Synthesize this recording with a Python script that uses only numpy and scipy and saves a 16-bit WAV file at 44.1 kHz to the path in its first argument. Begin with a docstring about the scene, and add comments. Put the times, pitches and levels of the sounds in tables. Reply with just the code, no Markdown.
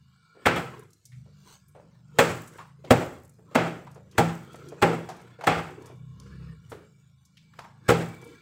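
"""A distant engine hums under faint warbling hiss; then wet cloth rustles in and slaps on a stone
washing slab in a walled corner. Each blow squeezes out air and spray; the walls answer and an open
plastic barrel booms. The cloth drags back over the stone and sheds drips, with soft pats of cloth and
bare feet between blows. Late on, the engine speeds up and drops back to idle."""
import sys
import numpy as np
from scipy import signal
from scipy.fft import rfft, irfft, next_fast_len
from scipy.io import wavfile
from scipy.ndimage import uniform_filter1d, map_coordinates

SR = 44100
rng = np.random.default_rng(int(sys.argv[2]) if len(sys.argv) > 2 else 0)


def wav_out(sig):
    """Save sig, one row per channel (or a flat mono array), as 16-bit PCM at SR to the path in sys.argv[1]."""
    wavfile.write(sys.argv[1], SR, np.round(np.clip(np.atleast_2d(sig).T, -1, 1) * 32767).astype(np.int16))


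N = 370881
CLOCK_S = np.arange(N) / SR
AGE_S = np.arange(SR) / SR  # time within one event
BINS_HZ = np.fft.rfftfreq(2 * SR, 1 / SR)


def amp(db):
    return 10 ** (np.asarray(db) / 20)


def unit_rms(x):
    return x / np.sqrt(np.mean(x ** 2) + 1e-20)


def along(points, hz):
    """Interpolate (freq_hz, value) rows on a log axis."""
    freqs, values = np.transpose(points)
    return np.interp(np.log(hz + 1), np.log(freqs + 1), values)


def curves(rows):
    """Per-sample curve for each column after time_s."""
    times, *columns = np.transpose(rows)
    return [np.interp(CLOCK_S, times, column) for column in columns]


def wobble(rate_hz, size=N):
    """Smooth random curve."""
    knots = rng.standard_normal(int(size * rate_hz / SR) + 4)
    return map_coordinates(knots, [np.arange(size) * rate_hz / SR])


def fade(t, t60_s):
    return np.exp(-np.log(1000) * np.maximum(t, 0) / t60_s)


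def peak_db(hz, centre_hz, width_hz, gain_db):
    return gain_db / (1 + (2 * (hz - centre_hz) / width_hz) ** 2)


def add(track, start_s, sound):
    part = track[max(round(start_s * SR), 0):][:len(sound)]
    part += sound[:len(part)]


def filtered(x, gain_at_hz):
    size = next_fast_len(N + SR // 2)
    return irfft(rfft(x, size) * gain_at_hz(np.fft.rfftfreq(size, 1 / SR)), size)[:N]


def burst(drive, colour_db):
    """Minimum-phase filtered drive, scaled to the energy of 15 ms at rms 1."""
    cepstrum = irfft(np.log(amp(colour_db)))
    cepstrum[1:SR] *= 2
    cepstrum[SR + 1:] = 0
    x = irfft(rfft(drive, 2 * SR) * np.exp(rfft(cepstrum)))[:SR]
    return x * np.sqrt(.015 * SR / np.sum(x ** 2))


def crackle(clump_db, rate_hz, size=SR):
    """Noise in clumps: fold after fold, drop after drop."""
    return rng.standard_normal(size) * amp(clump_db * wobble(rate_hz, size))


def patchy(x, depth_db):
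    """Shift the colour in narrow, short-lived patches."""
    spectra = signal.stft(x, nperseg=1024)[2]
    field = uniform_filter1d(rng.standard_normal(spectra.shape), size=4, axis=0)
    field = uniform_filter1d(field, size=9, axis=1)
    return signal.istft(spectra * amp(depth_db * unit_rms(field)), nperseg=1024)[1][:N]


def stroke(peak_s, rise_t60_s, hold_s, fall_t60_s):
    """Gesture envelope: swell, hold, decay."""
    return fade(peak_s - CLOCK_S, rise_t60_s) * fade(CLOCK_S - peak_s - hold_s, fall_t60_s)


# Exhaust spectrum: freq_hz, gain_db
EXHAUST_SPECTRUM = [(30, -34), (55, -25.5), (70, -8), (100, -6), (135, 2.5), (165, -1), (195, -7),
                    (240, -21), (350, -38), (600, -58.5)]
# Engine run: time_s, firing_hz, level_db
ENGINE_RUN = [(0, 26.4, -57.5), (.3, 26.5, -67), (.7, 25.6, -48.5), (1.02, 25.1, -65.5),
              (1.18, 25.1, -49.5), (1.45, 24.3, -59), (1.85, 23.5, -56), (2.1, 24.5, -53.5),
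              (3.3, 29.2, -54.5), (3.9, 27.1, -51), (5.85, 30.9, -53), (6.04, 31.6, -44.5),
              (6.48, 33.4, -41.5), (6.8, 27, -53.5), (7.25, 26.4, -59.5), (7.65, 26.5, -52),
              (8.41, 26.6, -58.5)]


def engine(waver_db=4.0, rumble_db=-8, pitch_waver=.004, load_hz=(30, 31.4), load_boom_db=5.88):
    """Exhaust orders, dulled by distance, waver over a rumble; fast firing adds a deep boom."""
    firing_hz, level_db = curves(ENGINE_RUN)
    boom_db = np.interp(firing_hz, load_hz, [0, load_boom_db])
    firings = np.cumsum(firing_hz * (1 + pitch_waver * wobble(12))) / SR
    note = np.zeros(N)
    for order in range(2, 12):
        hz = order * firing_hz
        order_db = along(EXHAUST_SPECTRUM, hz) + peak_db(hz, 62, 45, boom_db) + waver_db * wobble(7)
        note += amp(order_db) * np.sin(2 * np.pi * (order * firings + rng.uniform()))
    rumble = filtered(rng.standard_normal(N), lambda hz: amp(along(EXHAUST_SPECTRUM, hz)))
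    return amp(level_db) * unit_rms(unit_rms(note) + amp(rumble_db) * unit_rms(rumble))


# Narrow hiss bands: centre_hz, width_hz, relative_db
HISS_BANDS = [(454, 39, -9.5), (1080, 110, -4), (1390, 170, -0.5), (1650, 130, -4.5), (2295, 110, -1.5),
              (2880, 210, -10), (3550, 400, -9.5), (4400, 1200, -7.5)]
# Their joint level: time_s, level_db
HISS_LEVEL = [(0, -69.5), (.5, -63.5), (1.03, -87), (1.35, -68.5), (3.4, -85), (4.5, -62.5), (5.8, -70.5),
              (6.4, -62), (6.95, -72.5), (7.45, -76), (8.41, -57)]


def warbling_hiss(waver_db=4):
    """Faint narrow bands of background hiss waver, like a noise suppressor's warble."""
    hiss = np.zeros(N)
    for centre_hz, width_hz, relative_db in HISS_BANDS:
        gain = amp(relative_db + waver_db * wobble(3.6))
        noise = rng.standard_normal(N)
        band = filtered(noise, lambda hz: 1 / (1 + (2 * (hz - centre_hz) / width_hz) ** 4))
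        hiss += gain * unit_rms(band)
    return amp(curves(HISS_LEVEL)[0]) * unit_rms(hiss)


# Corner resonances: centre_hz, width_hz, gain_db
CORNER_MODES = [(247, 30, 8.5), (303, 18, 4), (357.8, 40, 8), (427, 20, 5), (472, 26, 9.5), (531, 29, 5.5),
                (615, 22, 4), (795, 47, 3), (917, 50, 2.5), (1324, 130, 5.5), (2145, 53, 4),
                (2665, 60, 4.5), (3000, 78, 3.5), (3320, 220, 6.5)]


def corner_db(hz):
    """The corner around the slab lifts its resonant frequencies."""
    return sum(peak_db(hz, *mode) for mode in CORNER_MODES)


# Spectra of rubbing folds and wet weave: freq_hz, gain_db
RUSTLE_SPECTRUM = [(120, -16), (280, 9.5), (450, 11), (750, -7.5), (1000, 7), (1400, 1.5), (2300, -4.5),
                   (4000, -14.5), (8000, -31.5)]
FIZZ_SPECTRUM = [(1500, 2), (4000, -1.5), (6000, -2), (8000, -0.5), (10000, -15.5), (15500, -12.5)]
# Cloth gathered or pulled: peak_s, hold_s, rustle_db, fizz_db
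PULLS = [(1.48, 0.06, -70, -56), (1.83, 0.18, -66.5, -85.5), (2.552, .07, -55.5, -61.5),
         (4.537, 0.16, -52, -64), (5.098, 0.23, -49.5, -70.5), (5.854, 0.043, -48, -68),
         (6.232, 0.27, -57, -70), (6.72, .04, -65, -63.5), (7.6, 0.029, -64, -62.5),
         (8.286, 0.07, -54, -64)]


def cloth_handling(swing_rustle_db=-52, swing_fizz_db=-65, hiss_floor_db=-73, lead_s=.025):
    """Folds rub as the cloth is swung, dragged and gathered; water fizzes out of the weave."""
    swings = [stroke(start_s - lead_s, rise_t60_s=.28, hold_s=.27, fall_t60_s=.43)
              for start_s, *_ in BLOWS]
    swing = np.max(swings, axis=0)
    rubbing = amp(swing_rustle_db) * swing
    wetness = np.maximum(amp(swing_fizz_db) * swing, amp(hiss_floor_db))
    for peak_s, hold_s, rustle_db, fizz_db in PULLS:
        pull = stroke(peak_s, rise_t60_s=.43, hold_s=hold_s, fall_t60_s=.28)
        rubbing = np.hypot(rubbing, amp(rustle_db) * pull)
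        wetness = np.hypot(wetness, amp(fizz_db) * pull)
    folds = patchy(crackle(3.5, 90, N), depth_db=5.5)
    rustle = unit_rms(filtered(folds, lambda hz: amp(along(RUSTLE_SPECTRUM, hz) + corner_db(hz))))
    water = patchy(crackle(2.1, 490, N), depth_db=4.5)
    fizz = unit_rms(filtered(water, lambda hz: amp(along(FIZZ_SPECTRUM, hz))))
    return rubbing * amp(.42 * wobble(16)) * rustle + wetness * amp(.8 * wobble(20)) * fizz


def wet_contacts(rows, attack_s, slope_db_per_octave, plop_db, clump_db, walls_db):
    """Small wet contacts: clumpy bursts with a plop at the centre frequency, answered by the walls."""
    out = np.zeros(N)
    for start_s, level_db, centre_hz, t60_s in rows:
        octaves_off = np.hypot(np.log2((BINS_HZ + 1) / centre_hz), .25)
        plop = peak_db(BINS_HZ, centre_hz, .31 * centre_hz, plop_db)
        colour_db = plop - slope_db_per_octave * octaves_off
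        drive = crackle(clump_db, 600) * (1 - np.exp(-AGE_S / attack_s)) * fade(AGE_S, t60_s)
        add(out, start_s, amp(level_db) * (burst(drive, colour_db) + amp(walls_db) * walls(colour_db)))
    return out


# Soft contacts: start_s, level_db, centre_hz, t60_s
SOFT_PATS = [(.348, -51.5, 442, 0.54), (1.118, -59, 2050, 0.15), (1.255, -59.5, 480, 0.19),
             (1.746, -47, 546, 0.5), (2.583, -41, 1050, 0.2), (2.840, -43.5, 510, 0.17),
             (3.385, -54.5, 416, .21), (3.511, -51, 520, .08), (3.867, -47, 930, 0.069),
             (3.955, -47.5, 520, 0.16), (4.543, -44.5, 466, 0.053), (4.718, -38.5, 436, 0.074),
             (5.086, -36.5, 730, 0.16), (5.387, -44.5, 480, 0.12), (5.409, -39.5, 870, .1),
             (5.437, -33, 820, 0.058), (5.895, -48, 446, 0.13), (6.716, -38.5, 425, 0.12),
             (6.718, -45, 1310, .06), (7.535, -58.5, 1410, 0.073), (7.587, -40.5, 950, 0.068),
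             (7.642, -47.5, 880, .06)]


def pats():
    """Wet cloth and bare feet land softly."""
    return wet_contacts(SOFT_PATS, attack_s=.0017, slope_db_per_octave=10.5,
                        plop_db=6, clump_db=3, walls_db=-3.5)


# Wall reverberation: freq_hz, t60_s
WALL_DECAY = [(80, .7), (210, 0.59), (560, 0.46), (1500, 0.51), (4000, 0.46), (10000, 0.67)]
# Wall reflection: freq_hz, gain_db
WALL_REFLECTION = [(100, 1.5), (200, 0.5), (350, 1), (800, -2), (2000, -1), (5000, 0), (12000, -8.5)]


def walls(colour_db, delay_s=0, build_s=.012, echo_s=.12, echo_width_s=.014, echo_db=3):
    """A burst's diffuse tail, swelling once more as the far wall returns it."""
    hz, frame_s, spectra = signal.stft(rng.standard_normal(SR), SR, nperseg=256)
    decay = fade(frame_s, along(WALL_DECAY, hz)[:, None])
    tail = signal.istft(spectra * decay, SR, nperseg=256)[1][:SR]
    t = np.maximum(AGE_S - delay_s, 0)
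    build = 1 - np.exp(-(t / build_s) ** 2)
    echo = amp(echo_db * np.exp(-((t - echo_s) / echo_width_s) ** 2))
    tail = burst(tail * build * echo, colour_db)
    return irfft(rfft(tail, 2 * SR) * amp(along(WALL_REFLECTION, BINS_HZ)))[:SR]


# Spectra of cloth weight, squeezed air, wet surface and flying water: freq_hz, gain_db
THUD_SPECTRUM = [(20, -44.5), (45, -30), (70, -8.5), (110, -2.5), (170, -0.5), (230, -11.5), (400, -35.5),
                 (1500, -82.5)]
CLAP_SPECTRUM = [(80, -40.5), (190, -16.5), (250, -2.5), (450, -1), (800, 3.5), (1050, -7), (1600, -29.5),
                 (5000, -80)]
SMACK_SPECTRUM = [(300, -38), (800, -5.5), (1200, 2), (1700, 0), (2500, -4.5), (3400, -14), (4500, -18.5),
                  (9000, -42.5)]
SPRAY_SPECTRUM = [(1500, -18.5), (3800, 2), (5000, -1), (6400, -0.5), (7900, 5), (9500, -6.5), (12500, -9),
                  (15500, -4.5)]
# Cloth on stone: start_s, thud_db, clap_db, clap_hz, smack_db, spray_db, base_t60_s,
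# hem_db, pocket_hz, pocket_db, barrel_db, walls_db
BLOWS = [(.461, -25.5, -18, 460, -16, -32.5, .08, -7.5, 790, -16.5, -29, -2.5),
         (.561, -32.5, -29, 716, -28, -41, 0.32, -4, 185, -24, -38.5, -10.5),
         (2.187, -24, -14, 550, -15, -23.5, .11, -29, 439.7, -9.5, -28, -3),
         (2.907, -16, -9.5, 532.6, -16.5, -26, .08, -21.5, 249, -3, -34, -6.5),
         (3.554, -33, -18, 648, -20.5, -35.5, 0.04, -5, 245, -9, -22.5, 0),
         (4.180, -22.5, -15.5, 814, -19, -28.5, 0.11, -22.5, 115, -21, -18, -5.5),
         (4.823, -25.5, -14, 463, -19, -32, 0.078, -9, 381.4, -12.5, -20, -2.5),
         (5.470, -28.5, -17, 814, -19, -33.5, 0.06, -14, 363, -17.5, -26.5, 0),
         (7.888, -20.5, -16.5, 411, -19.5, -30.5, .05, -10, 248.7, -17, -42, -12),
         (7.901, -27, -18.5, 467, -23, -31.5, 0.078, -13, 474.4, -12.5, -20.5, -1.5)]


def slaps(hem_lead_s=.008, spread_s=.0061, thud_hz=118, crack_over_smack_db=7, corner_in_tail=.71):
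    """The hem touches first; then the wet mass lands, traps air and throws spray."""
    out = np.zeros(N)
    t = AGE_S - hem_lead_s
    landed_s = np.maximum(t, 0)
    corner = corner_db(BINS_HZ)
    for (start_s, thud_db, clap_db, clap_hz, smack_db, spray_db, base_t60_s,
         hem_db, pocket_hz, pocket_db, barrel_db, walls_db) in BLOWS:
        landing = np.where(t < 0, amp(hem_db) * AGE_S / hem_lead_s, 1)
        thud = crackle(2, 300) * fade(t, .47 * base_t60_s)
        clap = crackle(2.6, 700) * fade(t - 1.8 * spread_s, 1.2 * base_t60_s)
        smack = crackle(3.2, 900) * fade(t - spread_s, .86 * base_t60_s)
        spray = crackle(1.8, 1300) * fade(t - .3 * spread_s, 1.05 * base_t60_s)
        layers = [(thud_db, thud, along(THUD_SPECTRUM, BINS_HZ) + peak_db(BINS_HZ, thud_hz, 24, 7)),
                  (clap_db, clap, along(CLAP_SPECTRUM, BINS_HZ) + peak_db(BINS_HZ, clap_hz, 130, 5)),
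                  (smack_db, smack, along(SMACK_SPECTRUM, BINS_HZ)),
                  (spray_db, spray, along(SPRAY_SPECTRUM, BINS_HZ))]
        blow = np.zeros(SR)
        for level_db, drive, colour_db in layers:
            direct = burst(drive * landing, colour_db + corner)
            tail = walls(colour_db + corner_in_tail * corner, hem_lead_s)
            blow += amp(level_db) * (direct + amp(walls_db) * tail)
        blow += air_pocket(landed_s, pocket_hz, pocket_db, smack_db + crack_over_smack_db)
        blow += amp(barrel_db) * barrel(landed_s)
        add(out, start_s - hem_lead_s, blow)
    return out


def air_pocket(t, pitch_hz, ring_db, crack_db, t60_s=.1, crack_s=.00018):
    """Air caught under the cloth rings briefly and cracks out, fold by fold."""
    sound = amp(ring_db) * np.sin(2 * np.pi * pitch_hz * t) * fade(t, t60_s) * (1 - np.exp(-t / .004))
    for fold in range(3):
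        onset_s = .002 + fold * rng.uniform(.0024, .0076)
        progress = np.maximum(t - onset_s, 0) / crack_s
        sound += amp(crack_db - 4 * fold) * (progress > 0) * (1 - progress) * np.exp(-progress)
    return sound


# Barrel air modes: pitch_hz, level_db, t60_s
BARREL_MODES = [(166.8, 7.5, 0.45), (123.5, -5.5, 0.55), (228.3, -7.5, 0.56), (331, -9, 0.57)]


def barrel(t, rise_s=.068):
    """Air in the open barrel takes a moment to swing up, then booms."""
    boom = sum(amp(level_db) * np.sin(2 * np.pi * (pitch_hz * t + rng.uniform())) * fade(t, t60_s)
               for pitch_hz, level_db, t60_s in BARREL_MODES)
    return boom * (1 - np.exp(-t / rise_s))


def hollow_folds(t60_s=.15, rise_s=.0071, waver_rad=.3):
    """Air trapped in the folds gives each clap a short hollow pitch."""
    out = np.zeros(N)
    envelope = (1 - np.exp(-(AGE_S / rise_s) ** 2)) * fade(AGE_S, t60_s)
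    for start_s, _, clap_db, clap_hz, *_ in BLOWS:
        ring = np.sin(2 * np.pi * clap_hz * AGE_S + waver_rad * wobble(110, SR))
        add(out, start_s, amp(clap_db) * ring * envelope)
    return out


# Droplet spectrum: freq_hz, gain_db
DROPLET_SPECTRUM = [(1500, -27.5), (3500, -9), (5500, -6.5), (7800, 3), (10000, -6.5), (15500, 2)]


def spatter(peak_drops_per_s=200, peak_s=.13, size_spread_db=5, relative_db=-20):
    """Water thrown up by each blow patters down, thinning out as it falls."""
    out = np.zeros(N)
    drops_per_s = peak_drops_per_s * AGE_S / peak_s * np.exp(1 - AGE_S / peak_s)
    for start_s, _, _, _, _, spray_db, *_ in BLOWS:
        hits = rng.random(SR) < drops_per_s / SR
        drops = hits * amp(size_spread_db * rng.standard_normal(SR)) * fade(AGE_S, 1.2)
        splash = rng.standard_normal(SR) * fade(AGE_S, .015)
        patter = burst(signal.fftconvolve(drops, splash)[:SR], along(DROPLET_SPECTRUM, BINS_HZ))
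        add(out, start_s, amp(spray_db + relative_db) * patter)
    return out


# Larger flicks of water: start_s, level_db, centre_hz, t60_s
WATER_FLICKS = [(1.053, -53, 6730, 0.073), (1.682, -65.5, 10000, 0.088), (2.474, -53.5, 8340, 0.084),
                (2.847, -56.5, 3100, 0.09), (4.112, -62, 5100, .07), (4.685, -55.5, 6400, 0.068),
                (5.089, -49.5, 5560, 0.13), (5.440, -52.5, 6000, 0.14), (5.858, -58, 6600, 0.049),
                (6.199, -56, 5300, 0.018), (6.697, -56.5, 8000, 0.23), (7.251, -63.5, 5970, 0.071),
                (7.370, -56.5, 3000, .07), (7.590, -58, 4990, .05)]


def drips_and_flicks(drips_per_blow=2, after_s=(.32, .4), drip_db=-64, drip_hz=7300, t60_s=.046):
    """Small drops fall from the lifted cloth after each blow, among larger flicks of water."""
    drips = [(start_s + rng.uniform(*after_s), rng.normal(drip_db, 2.5),
              drip_hz * np.exp(.14 * rng.normal()), t60_s)
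             for start_s, *_ in BLOWS for _ in range(drips_per_blow)]
    return wet_contacts(WATER_FLICKS + drips, attack_s=.00065, slope_db_per_octave=13.5,
                        plop_db=.5, clump_db=1.5, walls_db=-4)


def scene():
    """Mono mix: washing over the distant engine and faint hiss."""
    contacts = pats() + drips_and_flicks()
    blows = slaps() + hollow_folds() + spatter()
    return (contacts + blows + cloth_handling() + engine() + warbling_hiss())[None]


# Suppressor threshold per bin: freq_hz, level_db
GATE_THRESHOLD = [(60, -86), (130, -81.5), (280, -87), (700, -91), (1400, -88.5), (2500, -91.5),
                  (4000, -100), (8000, -104), (11000, -112)]


def noise_suppressor(x, depth_db=-17, knee=.73):
    """Turns each band down while it is below its threshold."""
    hz, _, spectra = signal.stft(x, SR, nperseg=512, noverlap=384)
    power = uniform_filter1d(np.abs(spectra) ** 2, size=3, axis=0)
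    power = np.abs(uniform_filter1d(power, size=9, axis=1))
    excess = (power / amp(along(GATE_THRESHOLD, hz))[:, None] ** 2) ** knee
    gain = (amp(depth_db) + excess) / (1 + excess)
    return signal.istft(spectra * gain, SR, nperseg=512, noverlap=384)[1][:N]


def record(dry, ceiling=.68, cutoff_hz=15800):
    """Noise suppression, soft clipping, steep low-pass."""
    gated = noise_suppressor(dry[0])
    rounded = gated / (1 + np.abs(gated / ceiling) ** 8) ** (1 / 8)
    return filtered(rounded, lambda hz: 1 / (1 + (hz / cutoff_hz) ** 120))[None]


dry = scene()
out = record(dry)
wav_out(out)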